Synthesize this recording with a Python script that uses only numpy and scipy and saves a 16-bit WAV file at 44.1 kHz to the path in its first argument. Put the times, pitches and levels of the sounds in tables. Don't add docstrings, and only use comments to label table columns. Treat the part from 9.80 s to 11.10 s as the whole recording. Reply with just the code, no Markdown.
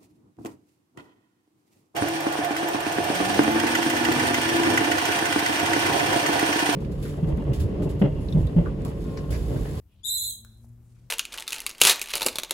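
import sys
import numpy as np
from scipy import signal
from scipy.io import wavfile
from scipy.ndimage import uniform_filter1d

SR = 44100
rng = np.random.default_rng(int(sys.argv[2]) if len(sys.argv) > 2 else 0)


def field_ratio(decibels):
    return 10 ** (np.asarray(decibels, dtype=float) / 20)


def master_out(mix):
    frames = np.transpose(np.atleast_2d(mix))
    ceiling = np.clip(frames, -1, 1)
    pcm = np.round(ceiling * 32767).astype(np.int16)
    wavfile.write(sys.argv[1], SR, pcm)


N = 57330


def level(x, db):
    return x * field_ratio(db) / np.sqrt(np.mean(x ** 2))


def band(x, hz, width_hz, order=2):
    edges = [max(hz - width_hz / 2, hz / 4), min(hz + width_hz / 2, .45 * SR)]
    return signal.sosfilt(signal.butter(order, edges, "bandpass", fs=SR, output="sos"), x)


def walk(rate_hz):
    hold = int(SR / rate_hz)
    steps = np.repeat(rng.standard_normal(N // hold + 1), hold)
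    return 1.3 * uniform_filter1d(uniform_filter1d(steps, hold), hold)[:N]


def pan(db):
    return field_ratio(np.array([[.5], [-.5]]) * db)


def split(x):
    low = signal.sosfiltfilt(signal.butter(4, 5500, fs=SR, output="sos"), x)
    return low, x - low


def air(t):
    # band_hz, density_db (dB per Hz)
    spectrum = [(28, -21.5), (55, -1.5), (80, -12.5), (160, -3), (300, -18.5), (600, -59), (2500, -45.5),
                (15800, -39.5)]
    table_hz, table_db = np.array(spectrum).T
    wide_hz, wide_max, rise_db_s = 600, .9, 2
    out = 0
    for hz in 28 * 2 ** (np.arange(28) / 3):
        mid, side = band(rng.standard_normal((2, N)), hz, hz / 4, order=1)
        db = np.interp(np.log(hz), np.log(table_hz), table_db) + 3.1 * walk(11)
        width = min(0.084 + hz / wide_hz, wide_max)
        out = out + field_ratio(db) * (mid + width * side * np.array([[1], [-1]]))
    return level(out, -64.5) * field_ratio(rise_db_s * t)


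def thud(t):
    level_db, pitch_hz, t60_s = -43.5, 101.6, 0.1
    return field_ratio(level_db - 60 * t / t60_s) * np.cos(2 * np.pi * pitch_hz * t)


def engine(t):
    # start_s, firing_hz, level_db, second_order_db
    course = [
        (0, 99.6, -71.5, -9.5),
        (0.251, 103.2, -62.5, -14),
        (0.499, 108.7, -58, -14.5),
        (0.631, 110.7, -56.5, -0.5),
        (0.749, 115, -51.5, -13.5),
        (0.848, 115.3, -52, -6.5),
        (1.002, 116, -53.5, -11.5),
        (1.3, 121.8, -53, -27),
    ]
    at, hz, db, second_db = np.array(course).T
    wander, third_db, flutter_db = 0.022, -27, 2
    firing_hz = np.interp(t, at, hz) * (1 + wander * walk(13))
    phase = 2 * np.pi * np.cumsum(firing_hz) / SR
    hum = 0
    for k, order_db in enumerate((0, np.interp(t, at, second_db), third_db)):
        hum = hum + field_ratio(order_db + flutter_db * walk(30)) * np.sin((k + 1) * phase)
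    return np.sqrt(2) * hum * field_ratio(np.interp(t, at, db))


def traffic():
    return level(band(rng.standard_normal(N), 65, 45), -56)


def rustles(t):
    # start_s (centre), length_s, level_db, centre_hz, width_hz
    swells = [(.27, 0.045, -64.5, 4900, 440), (.32, 0.021, -63.5, 5300, 140),
              (.12, 0.052, -72.5, 2900, 990), (.13, 0.028, -85.5, 10000, 300), (.2, .05, -72, 3300, 1400),
              (.275, 0.058, -74.5, 1700, 1100), (.79, 0.16, -69, 9600, 7000),
              (1.097, 0.085, -75, 8000, 3600), (1.18, 0.176, -75, 6200, 8000),
              (1.18, 0.053, -79, 2380, 330), (0.95, 0.1, -91.5, 2000, 300)]
    out = 0
    for at, length, db, hz, width in swells:
        mid, side = rng.standard_normal((2, N)) * field_ratio(3 * walk(170))
        grain = mid + .8 * side * np.array([[1], [-1]])
        swell = np.exp(-.5 * (2 * (t - at) / length) ** 2)
        out = out + level(band(grain, hz, width), db) * swell
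    return out


def bat_pitch(t):
    # start_s (lowest point), depth_hz
    dips = [
        (0.234, 673),
        (0.275, 539.7),
        (0.328, 381.9),
        (0.379, 675.3),
        (0.436, 617.3),
        (0.506, 843),
    ]
    top_hz, fall_s, climb_s = 4077.5, 0.0077, .013
    wobble, wobble_hz = 0.0083, 403.8
    hz = top_hz * (1 + wobble * walk(wobble_hz))
    for at, depth in dips:
        hz = hz - depth * np.exp(-.5 * ((t - at) / np.where(t < at, fall_s, climb_s)) ** 2)
    return hz


def weaken_bands(voice):
    # from_hz, to_hz, leak_db
    notches = [
        (4300, 6200, -50),
        (12850, 13600, -9),
    ]
    for lo_hz, hi_hz, leak_db in notches:
        stop = signal.cheby1(3, .3, [lo_hz, hi_hz], "bandstop", fs=SR, output="sos")
        kept = signal.sosfiltfilt(stop, voice)
        voice = kept + field_ratio(leak_db) * (voice - kept)
    return voice


def bat(t):
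    # start_s, level_db, tilt_db (brightness per harmonic)
    effort = [
        (.232, -65, -5),
        (0.234, -40, -7.5),
        (0.248, -30.5, -3.5),
        (.30, -29, -1),
        (0.351, -34, 1),
        (0.421, -34, -0.5),
        (0.492, -40.5, 2),
        (.51, -36.5, -2.5),
        (.52, -98, -10),
    ]
    harmonics = [2, 0, -2.5, -11.5]
    sidebands = [-37.5, -20, -9.5, -15]
    flutter_hz, flutter_drift, shimmer_db = 798.3, .08, 3
    mouth_hz, mouth_width_hz = 4100, 380
    fourth_opens_s, fourth_rise_s = 0.33, 0.015

    hz = bat_pitch(t)
    at, db, tilt_db = np.array(effort).T
    phase = 2 * np.pi * np.cumsum(hz) / SR
    tilt = np.interp(t, at, tilt_db)
    beat = 2 * np.sin(2 * np.pi * np.cumsum(flutter_hz * (1 + flutter_drift * walk(60))) / SR)
    parts = []
    for k, part_db in enumerate(harmonics):
        tone = np.sqrt(2) * np.sin((k + 1) * phase + k)
        gain = field_ratio(part_db + k * tilt + shimmer_db * walk(250))
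        parts.append(gain * tone * (1 + field_ratio(sidebands[k]) * beat))
    parts[0] = parts[0] / np.sqrt(1 + (2 * (hz - mouth_hz) / mouth_width_hz) ** 2)
    parts[3] = parts[3] / (1 + np.exp(-(t - fourth_opens_s) / fourth_rise_s))
    rasp = level(band(rng.standard_normal(N), 10480, 6400, order=8), -11.5) * field_ratio(2 * tilt)
    sounding = (t > at[0]) * (t < at[-1])
    return weaken_bands((sum(parts) + rasp) * field_ratio(np.interp(t, at, db)) * sounding)


def aviary(x, t):
    gap_s, treble_t60_share = 0.0044, 0.85
    echo_s, echo_spread_s, echo_db = .29, .035, -33
    low, high = split(rng.standard_normal((2, 2, N)) * (t > gap_s))
    echoes = 0
    for k, (db, t60_s) in enumerate([(0, 0.33), (-17.5, 0.55)]):
        echoes = echoes + low[k] * field_ratio(db - 60 * t / t60_s)
        echoes = echoes + high[k] * field_ratio(db - 60 * t / (t60_s * treble_t60_share))
    wall = field_ratio(echo_db) * np.exp(-.5 * ((t - echo_s) / echo_spread_s) ** 2)
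    echoes = echoes + wall * split(rng.standard_normal((2, N)))[0]
    return signal.fftconvolve(x[None], echoes / np.sqrt(SR / 50), axes=1)[:, :N]


def claws(t):
    # start_s, level_db (peak), ring_hz, pan_db, crack_db
    ticks = [
        (0.6484, -40.5, 1504, 5.5, 0.5),
        (0.8444, -48.5, 740, 8, -38),
        (1.166, -62.5, 1390, 20, -25),
    ]
    t60_s, rise_s = 0.0076, 0.00016
    out = np.zeros((2, N))
    crack = rng.standard_normal(N)
    for at, db, hz, side_db, crack_db in ticks:
        age = np.maximum(t - at, 0)
        ring = np.sin(2 * np.pi * hz * age) * field_ratio(-60 * age / t60_s) * (1 - np.exp(-age / rise_s))
        snap = field_ratio(crack_db - 120 * age / t60_s) * crack
        out += pan(side_db) * field_ratio(db) * (t >= at) * (ring + snap)
    return out


def duck(back, loud):
    depth_db, at_db, low_hz = -14, -58, 2000
    hiss = signal.sosfiltfilt(signal.butter(2, low_hz, "highpass", fs=SR, output="sos"), back)
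    return back + hiss * (field_ratio(depth_db * loud / (loud + field_ratio(at_db))) - 1)


def scene():
    # fundamental_db, upper_harmonics_db
    direct = [(1, -8), (-17.5, -12)]
    # start_s, pan_db
    turn = [
        (.24, 3),
        (.30, -3.5),
        (.38, -3.5),
        (.5, -2.5),
        (.65, 0),
    ]
    t = np.arange(N) / SR
    call, ticks = bat(t), claws(t)
    wet = aviary(call + field_ratio(-4.5) * ticks.mean(axis=0), t)
    loud = np.sqrt(uniform_filter1d((wet ** 2).mean(axis=0), int(.04 * SR)) + 1e-12)
    fade = np.minimum((N / SR - t) / 0.028, 1)
    lows = (engine(t) + traffic()) * fade
    far = (duck(air(t), loud) + thud(t) + lows) * pan(2.2)
    near = field_ratio(direct) @ np.array(split(call)) + wet
    return near * pan(np.interp(t, *np.array(turn).T)) + ticks + rustles(t) + far


def top_cut(x):
    return signal.sosfilt(signal.butter(12, 15910, fs=SR, output="sos"), x)


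def record(dry):
    mix = signal.sosfilt(signal.ellip(8, .2, 60, 15800, fs=SR, output="sos"), dry)
    return top_cut(mix)


dry = scene()
out = record(dry)
master_out(out)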